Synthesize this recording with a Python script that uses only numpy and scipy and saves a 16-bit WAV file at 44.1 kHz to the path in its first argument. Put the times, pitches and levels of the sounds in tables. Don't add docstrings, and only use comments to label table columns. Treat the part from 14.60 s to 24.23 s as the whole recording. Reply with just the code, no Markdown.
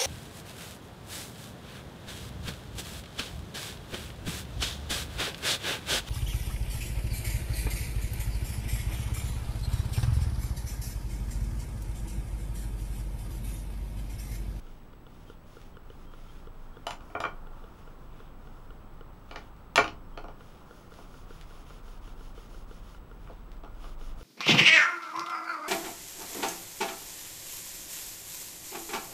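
import sys
import numpy as np
from scipy import signal
from scipy.fft import rfft, irfft
from scipy.io import wavfile

SR = 44100
rng = np.random.default_rng(int(sys.argv[2]) if len(sys.argv) > 2 else 0)


def store_wav(level_fs):
    pcm = np.round(np.clip(np.atleast_2d(level_fs), -1, 1) * 32767)
    wavfile.write(sys.argv[1], SR, pcm.T.astype(np.int16))


N = 424683

# start t/s, length/s, hiss level/dB, rub level/dB
STROKES = [(0.0, .2, -74, -69), (0.492, .14, -86, -80), (0.666, 0.087, -72.5, -64),
           (0.864, 0.17, -67.5, -66), (1.39, 0.075, -76.5, -71), (1.513, .36, -69.5, -64),
           (2.416, 0.17, -70, -74), (2.9, .2, -79, -72), (3.5, .22, -79, -65.5), (4.685, 0.21, -72, -61),
           (5.791, 0.28, -69.5, -65), (6.065, 0.22, -66, -65), (6.3, 0.15, -64.5, -64),
           (6.478, 0.17, -66.5, -66.5), (6.688, 0.16, -64, -60.5), (6.854, .18, -64.5, -61.5),
           (7.057, 0.15, -64.5, -59.5), (7.233, 0.16, -64.5, -62), (7.415, .13, -64, -59),
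           (7.563, 0.16, -64.5, -63), (7.745, .13, -64.5, -59.5), (7.894, 0.15, -65, -64),
           (8.075, 0.14, -65, -62.5), (8.224, 0.16, -64, -61), (8.628, 0.2, -83, -70),
           (9.197, .15, -62, -57), (9.385, 0.15, -61, -57.5), (9.577, 0.11, -62, -62)]
# f/Hz, level per Hz/dB
HISS_COLOUR = [(2120, -29), (3600, -14), (4380, -5.5), (4520, -6.5), (5280, -4), (5840, -7.5), (6700, -6.5),
               (8010, -17.5), (9470, -10), (12000, -14.5), (15000, -23.5)]
# f/Hz, level per Hz/dB
RUB_COLOUR = [(700, -49), (1200, 2.5), (1700, -10.5), (2400, -7), (3050, -4.5), (3700, -6.5), (5000, -36.5)]
ATTACK_S, RELEASE_S = 0.018, 0.026
SWELL_DB = 6.5
LEAN_DB = -1
HELD_HISS_DB, HELD_RUB_DB, FIDGET_DB = -79, -75.5, 3.5

# t/s, striker, blow level/dB, depth level/dB, handle ring level/dB, crack level/dB
KNOCKS = [(2.2677, "blade", -26, 6, -24, -8.5), (2.3075, "blade", -30.5, -3, -8, -8),
          (2.406, "handle", -40.5, -15, -23, -18), (2.5009, "handle", -48, 6, 0, -16),
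          (2.5509, "handle", -22, 3, -3.5, -36), (2.603, "blade", -25.5, 4, -2, -13),
          (2.6381, "handle", -14.5, -8, -9, -32), (2.652, "handle", -26.5, 5.5, 1, -18),
          (4.7108, "handle", -33, 0.5, -9, -11), (4.7415, "sheath", -40, -2, -21, -28),
          (4.7585, "handle", -31, 4.5, 1.5, -8.5), (5.158, "blade", -17.5, -21, -26, -3.5),
          (5.1647, "blade", -27, -16, -13, -18), (5.1775, "handle", -5.5, -3.5, 2, -15.5),
          (5.1848, "sheath", -16, -1.5, -30, -30), (5.2419, "handle", -24, -6, -21, -9),
          (5.2782, "handle", -34.5, 2.5, -12, -3), (5.5744, "sheath", -33, -0.5, -21, -11.5),
          (5.641, "sheath", -34.5, -2.5, -19, -21.5), (5.6831, "sheath", -39, 2.5, -11, -19.5),
          (6.3867, "sheath", -44, 2, -20, -23), (8.6731, "sheath", -41, -13, -8, -23),
          (8.6977, "sheath", -43.5, 6, -18, -24), (8.708, "sheath", -47.5, -4, -10, -14),
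          (9.0354, "sheath", -42, 3.5, -17, -15), (9.046, "sheath", -44, -4, -12, -15),
          (9.0748, "sheath", -43, -8, -13, -24), (9.2405, "sheath", -35.5, -8.5, -19, -20)]
STRIKERS = {"blade": (-36, -8.5, -20, 3), "handle": (-16.5, -9.5, -31, -14), "sheath": (-7, -3, -25.5, -22)}
# f/Hz, level/dB, T60/s
BOARD_MODES = [(111, -9, 0.094), (184, -9, 0.11), (235.6, -8, 0.068), (312.6, 0, 0.13), (432.5, 0, 0.095),
               (510, 3.5, 0.073), (703.5, 4, 0.059), (827, -1, 0.051), (938, 1.5, 0.026),
               (1096, -6.5, 0.043), (1220, 0, 0.02), (1410, -1.5, 0.03), (1490, -2, 0.011),
               (1830, -6, 0.027), (2352, 0, 0.035), (3040, -3, 0.011), (3098, -1.5, 0.024)]
# f/Hz, level/dB, T60/s
STEEL_MODES = [(934, 0, .03), (1810, -2.5, 0.015), (3046, 3, .015), (4000, -7, .012), (5070, -6, .012),
               (6120, -12.5, 0.011), (7070, -7, 0.014), (9080, -12, 0.013), (11400, -18, .012),
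               (14000, -24, .01)]
# f/Hz, level per Hz/dB
CRACK_COLOUR = [(1200, -9.5), (2200, 2.5), (3050, 10.5), (3600, -8), (4000, 2.5), (4500, -3.5), (5100, -6),
                (6000, -7.5), (6600, -12), (8000, -54)]
# f/Hz, level per Hz/dB
EDGE_COLOUR = [(5500, -45), (6500, -36), (7150, 7), (7900, -41), (9100, -3.5), (10500, 2), (11300, -19),
               (15000, -26)]
CONTACT_S, CRACK_RISE_S, CRACK_T60_S = .00025, .0015, .014

# t/s, level/dB, f/Hz
SNAPS = [(0.33, -44, 3000), (1.0161, -34, 3000), (2.9472, -51, 2980), (3.598, -45, 3020),
         (4.5326, -48, 2960), (4.9661, -43, 3230), (6.34, -34, 2920), (6.773, -44, 3000),
         (6.8126, -27.5, 3000), (6.8184, -50, 3000), (8.918, -33, 2880), (8.9689, -41, 2972),
         (9.0977, -54, 2992)]

# f/Hz, T60/s
ROOM_DECAY = [(100, 0.82), (400, 0.2), (1000, 0.23), (3000, 0.16), (6000, 0.2), (12000, 0.18)]
FIRST_ECHO_S, ROOM_DB = .007, -3

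# t/s, level/dB
LENS_STEPS = [(0.064, -49), (0.195, -62), (0.33, -44.5), (0.463, -42), (0.696, -40), (0.965, -43),
              (1.166, -39.5), (1.298, -39.5), (1.533, -40), (1.869, -40), (2.166, -40.5), (2.867, -42.5),
              (3.037, -41.5), (3.272, -41.5), (3.599, -41), (3.869, -41), (4.102, -42), (4.406, -40),
              (5.804, -41), (6.106, -41.5), (6.317, -43), (6.537, -45), (6.703, -42), (6.905, -46.5),
              (7.102, -41), (7.277, -45), (7.474, -43), (7.605, -42), (7.775, -41.5), (7.942, -43.5),
              (8.108, -40), (8.344, -43), (8.51, -43), (9.409, -40), (9.608, -43)]
# f/Hz, level/dB, T60/s
CASE_MODES = [(463, -0.5, 0.04), (1226, -6.5, 0.018), (1386, -5, 0.041), (2980, -6, 0.015),
              (3350, -11, 0.014)]
# start t/s, length/s, f/Hz, RMS level/dB
MOTOR_RUNS = [(.665, 0.042, 3170, -69), (1.136, 0.032, 3190, -70), (1.466, 0.065, 3200, -71),
              (1.684, 0.03, 3190, -66), (1.729, 0.083, 3220, -78), (2.134, 0.041, 3270, -70.5),
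              (3.2, .065, 5350, -80), (4.06, 0.043, 5340, -84), (4.2, 0.13, 3160, -81),
              (5.432, .04, 5350, -83), (5.536, 0.038, 3200, -70)]
STEP_S, PUSH_S, RATTLE_DB = 0.00796, .0004, -3

# multiple of scan rate, multiple of field rate, RMS level/dB
WHINE = [(1, 0, -79), (1, -1, -79), (1, -2, -85), (1, -4, -87), (.5, 0, -84)]
SCAN_HZ, FIELD_HZ = 15734.3, 59.94

# t/s, RMS level/dB
STREET_LEVEL = [(0.0, -64.5), (0.85, -63), (2.15, -59.5), (2.85, -55), (3.2, -58.5), (7.3, -59),
                (8.66, -61), (9.63, -58)]
# f/Hz, level per Hz/dB
ROAR_COLOUR = [(200, -32), (450, 0), (900, 1.5), (1350, 1.5), (1650, -11.5), (3000, -35.5)]
# t/s, f/Hz, RMS level/dB
ENGINE = [(3.0, 47.2, -65), (3.5, 48.4, -54), (4.5, 51, -60), (5.4, 54.5, -50.5), (5.7, 55, -76),
          (6.1, 33.4, -70), (6.7, 35.14, -52), (7.5, 38.66, -47), (8.2, 40.65, -48.5), (9.63, 42.67, -46)]
# t/s, RMS level/dB
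RUMBLE_LEVEL = [(0.0, -42.5), (0.37, -54.5), (2.12, -42.5), (2.17, -60), (2.36, -42.5), (2.6, -56.5),
                (2.79, -38.5), (3.03, -43), (3.16, -62), (3.27, -46), (4.45, -46), (4.56, -67), (4.75, -44),
                (4.83, -56), (5.69, -41.5), (5.98, -63), (6.63, -46.5), (7.08, -48), (7.13, -68),
                (7.24, -46), (7.67, -41.5), (7.83, -51), (7.99, -43), (8.31, -56.5), (9.52, -35),
                (9.63, -45)]
RUMBLE_HZ, RUMBLE_WANDER_HZ = 23.6, 0.586
# f/Hz, level per Hz/dB
AIR_COLOUR = [(18, -11), (30, -7), (45, -12), (81, -15), (200, -19.5), (400, -26), (700, -33.5), (950, -34),
              (1350, -41), (1650, -40), (3300, -47), (7500, -63.5), (14100, -57), (15700, -55.5)]
AIR_DB, CUTOFF_HZ = -49.5, 15784


def from_db(db):
    return 10 ** (np.asarray(db) / 20)


def rms_one(x):
    return x / np.sqrt(np.mean(x ** 2) + 1e-20)


def in_time(rows):
    s, *columns = np.transpose(rows)
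    return [np.interp(np.arange(N) / SR, s, c) for c in columns]


def coloured(x, spectrum):
    hz, db = np.transpose(spectrum)
    axis_hz = np.maximum(np.fft.rfftfreq(N, 1 / SR), 1)
    gain = from_db(np.interp(np.log(axis_hz), np.log(hz), db))
    return rms_one(irfft(rfft(x) * gain, N))


def clicks(s, db):
    out = np.zeros(N)
    out[np.round(np.asarray(s) * SR).astype(int)] = from_db(db)
    return out


def ring(blows, hz, t60):
    r, w = from_db(-60 / (t60 * SR)), 2 * np.pi * hz / SR
    return signal.lfilter([0, np.sin(w)], [1, -2 * r * np.cos(w), r * r], blows + 1e-18)


def tone(hz, db):
    return np.sqrt(2) * from_db(db) * np.sin(2 * np.pi * np.cumsum(hz) / SR)


def drift(rate):
    r = np.exp(-2 * np.pi * rate / SR)
    slow = signal.lfilter([1], [1, -2 * r, r * r], rng.standard_normal(N + SR))
    return rms_one(slow[SR:])


def towel():
    t = np.arange(N) / SR
    fidget = from_db(FIDGET_DB * drift(3.8))
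    hiss, rub = from_db(HELD_HISS_DB) * fidget, from_db(HELD_RUB_DB) * fidget
    for start, length, hiss_db, rub_db in STROKES:
        along = np.clip((t - start) / length, 0, 1)
        ramps = np.minimum((t - start) / ATTACK_S, (start + length - t) / RELEASE_S)
        edges = np.clip(ramps + .5, 0, 1)
        swell_db = SWELL_DB * (np.sin(np.pi * along) - 1.5)
        stroke = edges * from_db(swell_db + LEAN_DB * (along - .5))
        hiss = hiss + from_db(hiss_db) * stroke
        rub = rub + from_db(rub_db) * stroke
    sizes = np.minimum(rng.exponential(1, (2, N)), 5)
    fine = rng.standard_normal(N) * from_db(2.4 * sizes[0])
    coarse = rng.standard_normal(N) * from_db(2.5 * sizes[1]) * (rng.random(N) < .3)
    return hiss * coloured(fine, HISS_COLOUR) + rub * coloured(coarse, RUB_COLOUR)


def knocks():
    s, blow_db, depth_db, handle_db, crack_db = np.transpose([(s, *rest) for s, _, *rest in KNOCKS])
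    thud_db, wood_db, edge_db, steel_db = np.transpose([STRIKERS[row[1]] for row in KNOCKS])

    spot_db = rng.normal(0, 1.5, (len(s), len(BOARD_MODES)))
    body = np.zeros(N)
    for k, (hz, db, t60) in enumerate(BOARD_MODES):
        if hz < 600:
            part_db = thud_db + depth_db
        elif hz < 1000:
            part_db = wood_db + depth_db
        elif hz < 1600:
            part_db = 0
        else:
            part_db = handle_db
        blows = clicks(s, blow_db - 4 + db + part_db + spot_db[:, k])
        body += (-1) ** k * ring(blows, hz, t60)
    contact = np.hanning(int(CONTACT_S * SR) + 3)
    out = np.convolve(body, contact / contact.sum())[:N]

    struck = clicks(s, blow_db + crack_db + steel_db)
    for k, (hz, db, t60) in enumerate(STEEL_MODES):
        out += (-1) ** k * from_db(db) * ring(struck, hz, t60)

    rise = np.hanning(int(CRACK_RISE_S * SR))
    fade = from_db(-60 / (CRACK_T60_S * SR))
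    for db, spectrum in ((crack_db, CRACK_COLOUR), (crack_db + edge_db, EDGE_COLOUR)):
        onset = np.convolve(clicks(s, blow_db + db + 7.5), rise / rise.sum())[:N]
        burst = signal.lfilter([1], [1, -fade], onset + 1e-18)
        out += burst * coloured(rng.standard_normal(N), spectrum)
    return out


def snaps():
    return sum(ring(clicks([s], db), hz, 2.0 / hz) for s, db, hz in SNAPS)


def kitchen(x):
    t = np.arange(SR // 2) / SR
    hz, t60 = np.transpose(ROOM_DECAY)
    edges, tail = np.geomspace(60, 16000, num=10), 0
    for low, high in zip(edges, edges[1:]):
        band_pass = signal.butter(2, [low, high], "band", fs=SR, output="sos")
        band = signal.sosfilt(band_pass, rng.standard_normal(len(t)))
        band_t60 = np.interp(np.log(low * high) / 2, np.log(hz), t60)
        tail = tail + band * from_db(-60 * t / band_t60)
    tail *= np.clip(t / FIRST_ECHO_S, 0, 1) ** 2
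    return signal.fftconvolve(x, tail / np.sqrt(np.sum(tail ** 2)))[:N]


def lens():
    s, db = np.transpose(LENS_STEPS)
    width, soft = int(STEP_S * SR), np.hanning(int(PUSH_S * SR))
    rattle_level = np.convolve(clicks(s, db + RATTLE_DB), np.hanning(width))[:N]
    rattle = rattle_level * rng.standard_normal(N) / np.sqrt(width)
    push = np.convolve(clicks(s + STEP_S / 2, db), soft / soft.sum())[:N]
    out = sum(from_db(mode_db) * ring(push + rattle, hz, t60) for hz, mode_db, t60 in CASE_MODES)
    t = np.arange(N) / SR
    for start, length, hz, run_db in MOTOR_RUNS:
        running = np.clip(np.minimum(t - start, start + length - t) / .004, 0, 1)
        out += np.sqrt(2) * from_db(run_db) * running * np.sin(2 * np.pi * hz * t)
    return out


def whine():
    t = np.arange(N) / SR
    out = np.zeros(N)
    for scans, fields, db in WHINE:
        hz = scans * SCAN_HZ + fields * FIELD_HZ
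        out += np.sqrt(2) * from_db(db) * np.sin(2 * np.pi * hz * t)
    return out


def street():
    level_db, = in_time(STREET_LEVEL)
    return from_db(level_db) * coloured(rng.standard_normal(N), ROAR_COLOUR)


def engine():
    t = np.arange(N) / SR
    fade_in = np.clip((t - ENGINE[0][0]) / .3 + 1, 0, 1)
    return fade_in * tone(*in_time(ENGINE))


def rumble():
    return tone(RUMBLE_HZ + RUMBLE_WANDER_HZ * drift(1.36), *in_time(RUMBLE_LEVEL))


def room_air():
    return from_db(AIR_DB) * coloured(rng.standard_normal(N), AIR_COLOUR)


def scene():
    hits = knocks() + snaps()
    table = hits + from_db(ROOM_DB) * kitchen(hits) + towel()
    devices = lens() + whine()
    background = street() + engine() + rumble() + room_air()
    return (table + devices + background)[None]


def record(dry):
    low_pass = signal.ellip(14, .5, 60, CUTOFF_HZ, fs=SR, output="sos")
    return signal.sosfilt(low_pass, dry)


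dry = scene()
out = record(dry)
store_wav(out)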